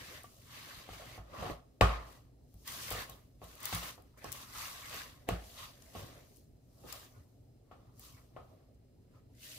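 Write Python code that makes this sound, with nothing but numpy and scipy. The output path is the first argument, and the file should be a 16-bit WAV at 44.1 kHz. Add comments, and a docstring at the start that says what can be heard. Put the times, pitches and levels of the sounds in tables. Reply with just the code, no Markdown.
"""Scrapes, wet squashes and hollow knocks: a wire masher works soft yam in a plastic tub on a stone counter.
Friction and sticky hiss are shaped noise that swells with each stroke; wet ticks are brief noise bursts.
Knocks excite decaying modes of the tub walls, the air in the tub and the counter, heard close to a phone.
Behind lie the reverberation, air and hum of a quiet kitchen, and a faint dull tock once a second."""
import sys
import numpy as np
from scipy import signal
from scipy.fft import rfft, irfft, next_fast_len
from scipy.io import wavfile
from scipy.ndimage import uniform_filter1d

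SR = 44100
rng = np.random.default_rng(int(sys.argv[2]) if len(sys.argv) > 2 else 0)


def int16_out(signal):
    """Quantize to a 16-bit WAV file."""
    q = np.round(np.clip(np.atleast_2d(signal).T, -1, 1) * 32767)
    wavfile.write(sys.argv[1], SR, q.astype(np.int16))


N = 422478  # length in samples

# modes of the tub walls, damped by mash and hand: pitch_hz, relative level_db, t60_s
TUB_MODES = [(312, -18, 0.065), (450, -11, 0.026), (527.3, -5.5, 0.03), (715, -5, 0.013),
             (729.5, -2.5, 0.033), (851.7, -5.5, 0.024), (1101, -4, 0.1), (1256, 1.5, 0.011),
             (1757, -13, 0.041), (1970, -11.5, 0.079), (2240, -8, 0.043), (2480, -10, 0.025),
             (2820, -11.5, .025), (3100, -12.5, .025), (4330, -21.5, .02)]


def gain_of(db):
    """Level to amplitude: 20 dB is a factor of ten."""
    return 10 ** (np.asarray(db) / 20)


def evened(x):
    """Normalization by mean power: the result has rms 1."""
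    return x / np.sqrt(np.mean(x ** 2) + 1e-20)


def read(points, hz):
    """Interpolation of a spectrum on a log-frequency axis, close to the ear's own scale."""
    point_hz, value = np.transpose(points)
    return np.interp(np.log(hz + 1), np.log(point_hz + 1), value)


def add(mix, s, sound, pan_db):
    """Superposition in the stereo pair, placed by level difference: positive pan_db favours the left."""
    part = mix[:, round(s * SR):][:, :sound.shape[-1]]
    part += sound[..., :part.shape[1]] * gain_of([[pan_db / 2], [-pan_db / 2]])


def noise(shape, patchy_db, flicker_db, size, count):
    """Random-phase synthesis: partly coherent stereo noise with lasting patches and a flicker of all bins."""
    # likeness of the two channels: pitch_hz, coherence (0 to 1)
    likeness = [(60, 0.93), (150, 1), (300, 0.9), (1000, 0.25), (4000, 0.13), (15000, 0.21)]
    # channel balance: pitch_hz, left_over_right_db
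    balance = [(60, -3.5), (180, 5), (550, -3.5), (1650, 1), (4970, 0.5), (15000, 3)]
    frames, hz = N * 4 // size + 5, np.fft.rfftfreq(size, 1 / SR)
    a, b, c, d, patches = rng.standard_normal((frames, len(hz), 5)).T
    patches = uniform_filter1d(patches, size=3, axis=0)  # 3 bins wide
    patches = evened(uniform_filter1d(patches, size=count, axis=1))  # count frames long
    flicker = evened(uniform_filter1d(rng.standard_normal(frames), size=3))
    same = np.clip(read(likeness, hz), -1, 1)[:, None]
    left = a + 1j * b
    right = same * left + np.sqrt(1 - same ** 2) * (c + 1j * d)
    z = np.array([left, right])
    z *= gain_of(np.array([.5, -.5])[:, None, None] * read(balance, hz)[:, None])
    z *= gain_of(read(shape, hz)[:, None] + patchy_db * patches + flicker_db * flicker)
    x = signal.istft(z, nperseg=size, noverlap=size * 3 // 4)[1][:, :N]
    return x / np.sqrt(np.mean(x.mean(0) ** 2))


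def ring(hz, db, t60, detune, scatter_db, rise_s):
    """Modal decay: dying sines, each shifted a little at random in pitch and level."""
    t = np.arange(SR // 3)[:, None] / SR
    shift, size = rng.standard_normal((2, len(hz)))
    decay = gain_of(db + scatter_db * size - 60 * t / t60)
    modes = decay * np.sin(2 * np.pi * hz * (1 + detune * shift) * t)
    x = (modes * (1 - np.exp(-t / rise_s))).sum(1)
    return x / abs(x).max()


def strokes():
    """Friction noise: as each stroke swells, holds and dies, every rubbing part follows at its own level."""
    # strokes through the mash: full_pressure_s, rise_s (over 30 dB, sign ignored), hold_s, fall_s (likewise),
    # wire rub_db, bright_over_rub_db, tub hollow_db, tub drag_db, mash hiss_db
    stroke_rows = [(0.037, 12, .14, 0.15, -57.5, -2, -64, -62.5, -59),
                   (0.37, 4, 0.1, 2, -86, 9, -82, -75.5, -68),
                   (0.533, 0.18, .27, 0.16, -60.5, 2, -63, -66.5, -60.5),
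                   (0.939, 0.43, 0.23, 0.08, -62, 0.8, -64.5, -61.5, -63),
                   (1.403, 0.2, .11, 0.1148, -57, 0, -52, -48, -61),
                   (1.82, -0.01, .11, 0.24, -51, -4.5, -47, -49.5, -67),
                   (2.091, 0.28, 0.048, 0.21, -74.5, 4, -69, -63.5, -67),
                   (2.632, 0.3, .01, 1.3, -94, 10, -87, -75, -68),
                   (2.676, 0.04, 0.22, -0.03, -57, 3.5, -58.5, -62.5, -50),
                   (2.914, 0.12, 0.11, 0.11, -52, 1.1, -53.5, -53.5, -52),
                   (3.096, 0.24, 0.011, 0.22, -67, 2.5, -66.5, -60, -66.5),
                   (3.434, 0.05, 0.079, 0.9, -70, 3.5, -71, -66, -64.5),
                   (3.646, 0.12, 0.083, 0.13, -56, 3.5, -53.5, -63, -52),
                   (3.729, 0.0239, .04, 0.17, -46.5, -1, -48.5, -64, -46),
                   (3.829, 0.09, 0.068, 0.11, -55, 1.5, -56.5, -58.5, -52),
                   (4.174, 0, 0.017, -0.1, -65, -15, -73, -67.5, -67),
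                   (4.246, 0.08, .03, -0.2, -59.5, -2.5, -70, -54.5, -60.5),
                   (4.346, 0.16, 0.088, 0.14, -62, 2.5, -60, -64.5, -57),
                   (4.594, 0.24, 0.056, 0.49, -54.5, 1.5, -53, -63, -49),
                   (4.938, 0.43, 0.064, 0.25, -55, 2.2, -55.5, -58.5, -52.5),
                   (5.285, -0.02, 0.035, 0.2, -54, -4, -69, -46.5, -63),
                   (5.46, 0.24, 0.098, 0.52, -77.5, 9.5, -84, -71, -61),
                   (5.589, 0.1, 0.055, 0.17, -60, 5, -57.5, -64.5, -57.5),
                   (5.818, .05, 0.12, 0.36, -90, 13, -87, -86, -67.5),
                   (5.961, 0.06, 0.048, 0.34, -63, 3.5, -60.5, -54, -59),
                   (6.186, -2.4, .01, 0.2, -70, -5, -77, -66, -72.5),
                   (6.36, 2.5, .02, 0.23, -91.5, 6, -92.5, -78.5, -71.5),
                   (6.84, 0.36, .01, 0.95, -87, 5.5, -79.5, -65.5, -69),
                   (6.89, 0.09, 0.071, 0.21, -64.5, 4.5, -63.5, -64, -58),
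                   (7.019, 0.13, 0.034, 0.12, -71, 2.5, -70, -79, -64.5),
                   (7.19, -0.6, 0.011, .11, -79, -6.5, -78, -73.5, -78.5),
                   (7.715, 0.14, 0.17, 0.4, -87.5, -0.3, -77, -72, -86),
                   (8.01, 0.1, .03, 0.12, -82.5, 4, -79, -82, -62.5),
                   (8.038, 0.05, 0.031, 0.33, -75.5, 7.5, -69, -73, -61.5),
                   (8.169, 0, 0.021, 0.1, -71, -9, -70.5, -78.5, -93),
                   (8.372, 0.16, 0.14, 0.53, -85, 1, -78.5, -67, -81.5),
                   (9.159, 0.25, 0.021, 0.16, -84.5, -1.5, -84, -74, -83),
                   (9.441, 0.12, .2, .1, -66, 6, -78.5, -73.5, -56)]
    # spectra, each: pitch_hz, relative density_db
    rub_shape = [(850, -37.5), (1450, -5), (1570, -0.5), (1700, -2.5), (1970, -1), (2260, -4), (2600, -9),
                 (3380, -37), (5720, -120)]  # wire rubbing the wall
    bright_shape = [(1530, -32), (2600, 2.5), (3920, 3), (4260, -2.5), (4640, 1.5), (5370, -8.5),
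                    (6500, -6.5), (8450, -32.5), (14300, -120)]  # upper part of the rub
    hollow_shape = [(500, -44), (850, -9.5), (921, -14), (994, -5.5), (1070, 0), (1220, -5), (1300, -6),
                    (1450, -14), (1880, -44.5), (3190, -120)]  # hollow of the tub
    drag_shape = [(88, -34.5), (150, 0), (252, -6.5), (356, 1), (394, -8), (425, -7), (575, 4), (950, -11),
                  (1240, -40.5), (2090, -120)]  # tub dragged on the counter
    hiss_shape = [(1760, -31.5), (3000, -9.5), (3910, -9), (4260, -3.5), (6130, -2), (8340, -6),
                  (14900, -4), (15600, -20), (16000, -12)]  # sticky mash
    shake_shape = [(15, -42), (25, -20.5), (40, -2.5), (59, 2), (118, 3), (182, -9), (251, -11), (300, -8),
                   (390, -36), (660, -120)]  # counter shaken by the drag
    shake_over_drag_db = -0.5
    rest_drag_db, rest_shake_db = -78, -65  # low murmur and rumble that stay between strokes

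    s, rise, hold, fall, rub_db, bright_db, *other_db = np.transpose(stroke_rows)
    t = np.arange(0, N + 96, 96)[:, None] / SR  # control points 96 samples apart
    before = np.maximum((s - t) / abs(rise), 0)
    after = np.maximum((t - s - hold) / abs(fall), 0)
    stroke_power = gain_of(-30 * (before + after)) ** 2
    part_power = gain_of([rub_db, rub_db + bright_db, *other_db]).T ** 2
    power = stroke_power @ part_power  # overlapping strokes add in power
    rub, bright, hollow, drag, hiss = (np.interp(np.arange(N) / SR, t[:, 0], np.sqrt(p)) for p in power.T)
    shake = np.hypot(gain_of(shake_over_drag_db) * drag, gain_of(rest_shake_db))
    drag = np.hypot(drag, gain_of(rest_drag_db))

    out = rub * noise(rub_shape, patchy_db=2.5, flicker_db=2.0, size=512, count=14)
    out += bright * noise(bright_shape, patchy_db=1.9, flicker_db=1.5, size=256, count=20)
    out *= grain(depth_db=0.85, count=90)
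    out += hollow * noise(hollow_shape, patchy_db=1.0, flicker_db=0.8, size=512, count=20)
    out += drag * noise(drag_shape, patchy_db=3.5, flicker_db=1.2, size=512, count=12)
    hiss = hiss * grain(depth_db=1.26, count=50)
    out += hiss * noise(hiss_shape, patchy_db=1.5, flicker_db=0.9, size=128, count=40)
    return out + shake * noise(shake_shape, patchy_db=2.25, flicker_db=2.5, size=2048, count=5)


def grain(depth_db, count):
    """Intermittent yielding: brief surges as lumps of mash give way, smoothed over count samples."""
    surges = np.minimum(rng.exponential(1, N), 7) ** 3 - 6  # the cube makes large surges rare
    return gain_of(depth_db * evened(uniform_filter1d(surges, size=count)))


def knocks():
    """Impact excitation: a short push cracks and rings the walls, then clatter and the counter's boom follow."""
    # knocks: start_s, blow_db, boom_db, struck_centre_hz, clatter_db, clatter brightness_db_per_octave,
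    # hollow_db, weight on the higher counter modes_db_per_octave, left_over_right_db (halved for clatter,
    # none for boom)
    knock_rows = [(0.241, -40, -75, 1140, -65, 4, -69, 0, 2),
                  (0.889, -35.5, -47, 486, -59.5, 3.5, -74, 1, 1),
                  (0.93, -42, -60, 720, -55.5, 4, -70, 2.5, 4),
                  (1.003, -42.5, -59, 740, -56, 2, -64, -6, 2.5),
                  (1.177, -39.5, -42, 743, -55.5, -2.5, -74, 0, -2.5),
                  (1.33, -46, -73, 1100, -56.5, -0.5, -51, 2.5, 6),
                  (1.426, -30.5, -43, 566, -53, 1.5, -64, 3, -1.5),
                  (1.457, -31.5, -53.5, 439, -50, 0, -50, 2, 3),
                  (1.498, -28, -45, 503, -55, -7, -56, 1.5, 1.5),
                  (1.81, -8, -16, 650, -26, -1.5, -22, -0.75, 2.5),
                  (2.535, -65, -47.5, 301, -78, -6, -98, 2.5, -3.5),
                  (2.912, -28.5, -39, 711, -44.5, 4, -51, 3.5, 0),
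                  (2.949, -33.5, -57, 1090, -50, 1, -66, 11, -.6),
                  (3.092, -42.5, -57.5, 675, -63, 8, -74, -2, -2.5),
                  (3.416, -39.5, -46.5, 1070, -58, -8, -57, 2, .3),
                  (3.726, -29.5, -32.5, 740, -59.5, -5, -61, 8, 2.5),
                  (3.763, -41, -46, 1220, -52.5, 0, -64, 7, -1.5),
                  (3.827, -39.5, -55, 1860, -52.5, 3, -65, 5, 3),
                  (3.978, -45, -69, 686, -62, -6, -74, 6, .3),
                  (4.243, -32.5, -52.5, 568, -52.5, -2, -72, -3, -4),
                  (4.549, -53, -55, 1080, -53, 3.5, -54, -4, 3),
                  (4.943, -39, -64, 725, -66, -8, -57, -4, 0),
                  (5.288, -18, -39, 486, -43.5, 1, -62, -1, -1.5),
                  (5.304, -35, -29, 687, -47, -5, -59, 2.5, -1.5),
                  (5.95, -34, -44, 490, -54.5, -9, -67, 7, -2.5),
                  (6.79, -62, -58.5, 304, -80, -10, -87.5, 6, 1),
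                  (6.836, -51, -57, 301, -56.5, -13, -64, 7, -1.5),
                  (6.924, -47, -63, 1080, -57, 3, -64, 4, -2.5),
                  (7.712, -41, -60.5, 725, -60, -2, -68, 2.5, 1.5),
                  (8.363, -37, -64, 730, -53, -5, -57, 5, 3.5)]
    # modes of slab and cabinet: pitch_hz, relative level_db, t60_s when unloaded
    counter_modes = [(55.5, -5, 0.65), (96.7, -1.5, 0.2), (172.4, -11.5, 0.29), (220, -18, 0.092)]
    # modes of the air in the tub: pitch_hz, relative level_db, t60_s
    cavity_modes = [(1024, -6, 0.16), (1080, -3.5, 0.27), (1159, 1, 0.18), (1187, -3.5, .22),
                    (1248, -4, .2), (1262, -6.5, 0.24)]
    contact_ms, boom_delay_s = 0.43, .009
    boom_share = .66  # the loaded counter rings this share of its free decay
    crack_per_db, crack_db = 1.3, 3  # harder blows crack more

    out, t = np.zeros((2, N)), np.arange(400) / SR
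    hz, db, t60 = np.transpose(TUB_MODES)
    low_hz, low_db, low_t60 = np.transpose(counter_modes)
    push = np.exp(-.5 * (3.7 * (t * 1000 - 1.6) / contact_ms) ** 2)  # bell-shaped, peak at 1.6 ms
    crack = np.gradient(np.gradient(push))
    crack /= abs(crack).max()
    for s, blow_db, boom_db, centre, clatter_db, bright_db, hollow_db, high_db, pan_db in knock_rows:
        near_db = -5. * np.log2(hz / centre) ** 2  # favours modes near the struck centre
        walls = ring(hz, db + near_db, t60, detune=.04, scatter_db=3., rise_s=.0002)
        thud = np.convolve(walls[:4000], push)
        thud /= abs(thud).max()
        hollow = ring(*np.transpose(cavity_modes), detune=.006, scatter_db=4.0, rise_s=.012)
        boom_mode_db = low_db + high_db * np.log2(low_hz / low_hz[0])
        boom = ring(low_hz, boom_mode_db, low_t60 * boom_share, detune=.01, scatter_db=1.3, rise_s=0.0026)
        add(out, s, gain_of(crack_per_db * blow_db + crack_db) * crack, pan_db)
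        add(out, s, -gain_of(blow_db) * thud, pan_db)
        add(out, s + .003, gain_of(clatter_db) * clatter(bright_db, t60=0.24), pan_db / 2)
        add(out, s, gain_of(hollow_db) * hollow, pan_db)
        add(out, s + boom_delay_s, -gain_of(boom_db) * boom, 0)
    return out


def clatter(bright_db, t60):
    """Resonant filtering: the tub shudders on the stone as dying noise, partly unlike left and right."""
    t, f = np.arange(8192) / SR, np.fft.rfftfreq(8192, 1 / SR)
    a, b = rng.standard_normal((2, len(t))) * gain_of(-60 * t / t60) * (1 - np.exp(-t / 0.00063))
    hz, db, ring_s = np.transpose(TUB_MODES)[:, :, None]
    walls = (gain_of(db) / (1 + 1j * (f - hz) * ring_s / 1.4)).sum(0)  # half width in Hz = 1.4 / ring_s
    slope = gain_of(bright_db * np.log2(np.maximum(f, 400) / 700))
    low_cut = f ** 4 / (f ** 4 + 300. ** 4)
    x = irfft(rfft([a + .6 * b, a - 0.72 * b]) * walls * slope * low_cut)
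    return x / np.sqrt(np.mean(x.mean(0)[:900] ** 2))


def ticks():
    """Sudden release: band-passed noise bursts, heard as wet ticks when the mash lets go of the wires."""
    # ticks: start_s, peak level_db, nominal centre_hz, left_over_right_db
    tick_rows = [(0.018, -48, 4250, 4), (0.234, -41, 11700, 3), (0.9328, -55, 4690, 1),
                 (1.8102, -19, 3800, 1.5), (2.5414, -54.5, 14600, 16), (2.677, -33, 4830, 1),
                 (2.677, -31, 13500, 2), (2.72, -35, 11000, 2), (2.905, -26, 14800, 12),
                 (2.9238, -26, 12250, 3), (3.0967, -35.5, 12900, 5.5), (3.441, -44.5, 14100, 8.5),
                 (3.5534, -41, 13760, 0), (3.603, -40, 12700, 7), (3.6298, -32, 14100, 9),
                 (3.645, -44, 13000, 10), (3.6548, -21, 12570, 6.5), (3.6562, -30, 4250, 3),
                 (3.7485, -22, 11300, 5), (4.021, -53, 13000, 8), (4.2434, -38, 4900, 1),
                 (4.245, -41, 12000, 4), (4.3191, -23.5, 15000, 8.5), (4.326, -32.5, 13700, 20),
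                 (4.5486, -52, 6020, 4), (4.8592, -45, 4400, -6), (4.8963, -39, 7640, 3),
                 (4.942, -34, 12100, 7), (5.2886, -35.5, 10200, 18.5), (5.8222, -50, 6010, 12),
                 (6.362, -52, 9000, 8), (6.3702, -46.5, 13200, 11), (6.9251, -34, 4060, 12.5),
                 (6.927, -34, 13000, 11), (7.9952, -38, 15100, 4.5), (8.0496, -52, 7430, -11),
                 (8.746, -68, 6340, -4.5)]
    rise_s, fall_s = 0.00023, .0022  # time constants
    out, t = np.zeros((2, N)), np.arange(1500) / SR
    for s, db, hz, pan_db in tick_rows:
        band = signal.butter(1, [.7 * hz, min(1.7 * hz, 20000)], "band", fs=SR)
        burst = signal.lfilter(*band, rng.standard_normal(len(t)))
        burst *= (1 - np.exp(-t / rise_s)) * np.exp(-t / fall_s)
        add(out, s, gain_of(db) * burst / abs(burst).max(), pan_db)
    return out


def kitchen(x):
    """Reverberation: sparse taps of random sign, unlike left and right, each band dying at its own speed."""
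    # decay of the room: pitch_hz, t60_s
    room_decay = [(100, 0.21), (700, 0.58), (2000, 0.44), (8000, 0.5)]
    taps = np.zeros((2, SR))
    at = np.arange(90, SR - 20, 20) + rng.integers(0, 20, (2, (SR - 91) // 20))  # one in every 20 samples
    np.put_along_axis(taps, at, rng.choice([-1., 1.], at.shape), 1)
    hz, t, z = signal.stft(taps, SR, nperseg=256)
    z = z * gain_of(-60 * t / read(room_decay, hz)[:, None])
    tail = signal.istft(z, SR, nperseg=256)[1]
    tail = signal.lfilter(*signal.butter(2, 200., "high", fs=SR), tail)
    tail /= np.linalg.norm(tail[0])
    return signal.fftconvolve(x.mean(0)[None], tail, axes=1)[:, :N]


def tocks():
    """Periodic excitation: once a second a far mechanism gives a soft, blurred tock through a small case."""
    # modes of the case: pitch_hz, relative level_db, t60_s
    case_modes = [(1050, 0, .03), (1250, -1.5, .03), (1450, -2, .03), (1700, -2, .025), (1950, -4, .025),
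                  (2300, -9, .02)]
    first_s, level_db = 0.13, -75
    out, t = np.zeros((2, N)), np.arange(3000) / SR
    for s in np.arange(first_s, N / SR, 1):
        burst = rng.standard_normal(len(t)) * (rng.random(len(t)) < .04)  # about 4 % of samples are non-zero
        burst *= t * np.exp(-t / 0.026)
        case = ring(*np.transpose(case_modes), detune=0.019, scatter_db=9.0, rise_s=0.0016)
        tock = signal.oaconvolve(burst, case)
        add(out, s, gain_of(level_db) * evened(tock[:4000]), 0)
    return out


def quiet_air():
    """Broadband ambience: steady noise with the spectrum of the quiet kitchen air."""
    # spectrum: pitch_hz, relative density_db
    air_shape = [(15, -39.5), (25, -9.5), (55, -8), (87, -9.5), (120, -8), (180, -20), (206, -29),
                 (249, -5), (326, -23.5), (354, -12.5), (384, -13), (659, -26), (911, -47), (1260, -37.5),
                 (16000, -45)]
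    level_db = -67
    return gain_of(level_db) * noise(air_shape, patchy_db=-0.3, flicker_db=0.5, size=1024, count=6)


def hum():
    """Narrow-band modulation: slow complex noise on a carrier gives the wavering refrigerator compressor hum."""
    # bands: pitch_hz, width_hz, level_db
    hum_bands = [(55, 2, -73), (120.2, 5, -69), (3980, 25, -98), (4370, 25, -96.5), (5080, 30, -94.5)]
    t, out = np.arange(N) / SR, np.zeros(N)
    for hz, width, db in hum_bands:
        r = np.exp(-np.pi * width / SR)
        sway = rng.standard_normal(N) + 1j * rng.standard_normal(N)
        sway = signal.lfilter([1 - r], [1, -r], sway)
        out += gain_of(db) * evened((sway * np.exp(2j * np.pi * hz * t)).real)
    return out


def scene():
    """Superposition of all sources; knocks, tocks and ticks also come back from the kitchen."""
    hits, wet = knocks() + tocks(), ticks()
    echoes = kitchen(gain_of(-11.0) * hits + gain_of(-7.0) * wet)
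    return strokes() + hits + wet + echoes + quiet_air() + hum()


def record(dry):
    """Phase difference and band limits: two phone microphone ports hear each band a little apart in phase."""
    # the two ports: pitch_hz, left_lead_radians
    port_phase = [(0, 0), (110, -0.4), (300, 1.46), (1120, -1), (1810, 6), (2500, 4.5), (5080, 17.5),
                  (7060, 16.5), (13800, 30), (16200, 33)]
    low_cut_hz, edge_hz = 23, 15700
    size = next_fast_len(N)
    apart = np.interp(np.fft.rfftfreq(size, 1 / SR), *np.transpose(port_phase))
    apart = uniform_filter1d(apart, size=size // 150, mode="nearest")
    turn = np.exp(1j * np.array([[.5], [-.5]]) * apart)
    heard = irfft(rfft(dry, size) * turn, size)[:, :N]
    heard = signal.lfilter(*signal.butter(2, low_cut_hz, "high", fs=SR), heard)
    low_pass = signal.firwin(301, edge_hz, window=("kaiser", 7), fs=SR)
    return signal.oaconvolve(heard, low_pass[None], "same")


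dry = scene()
out = record(dry)
int16_out(out)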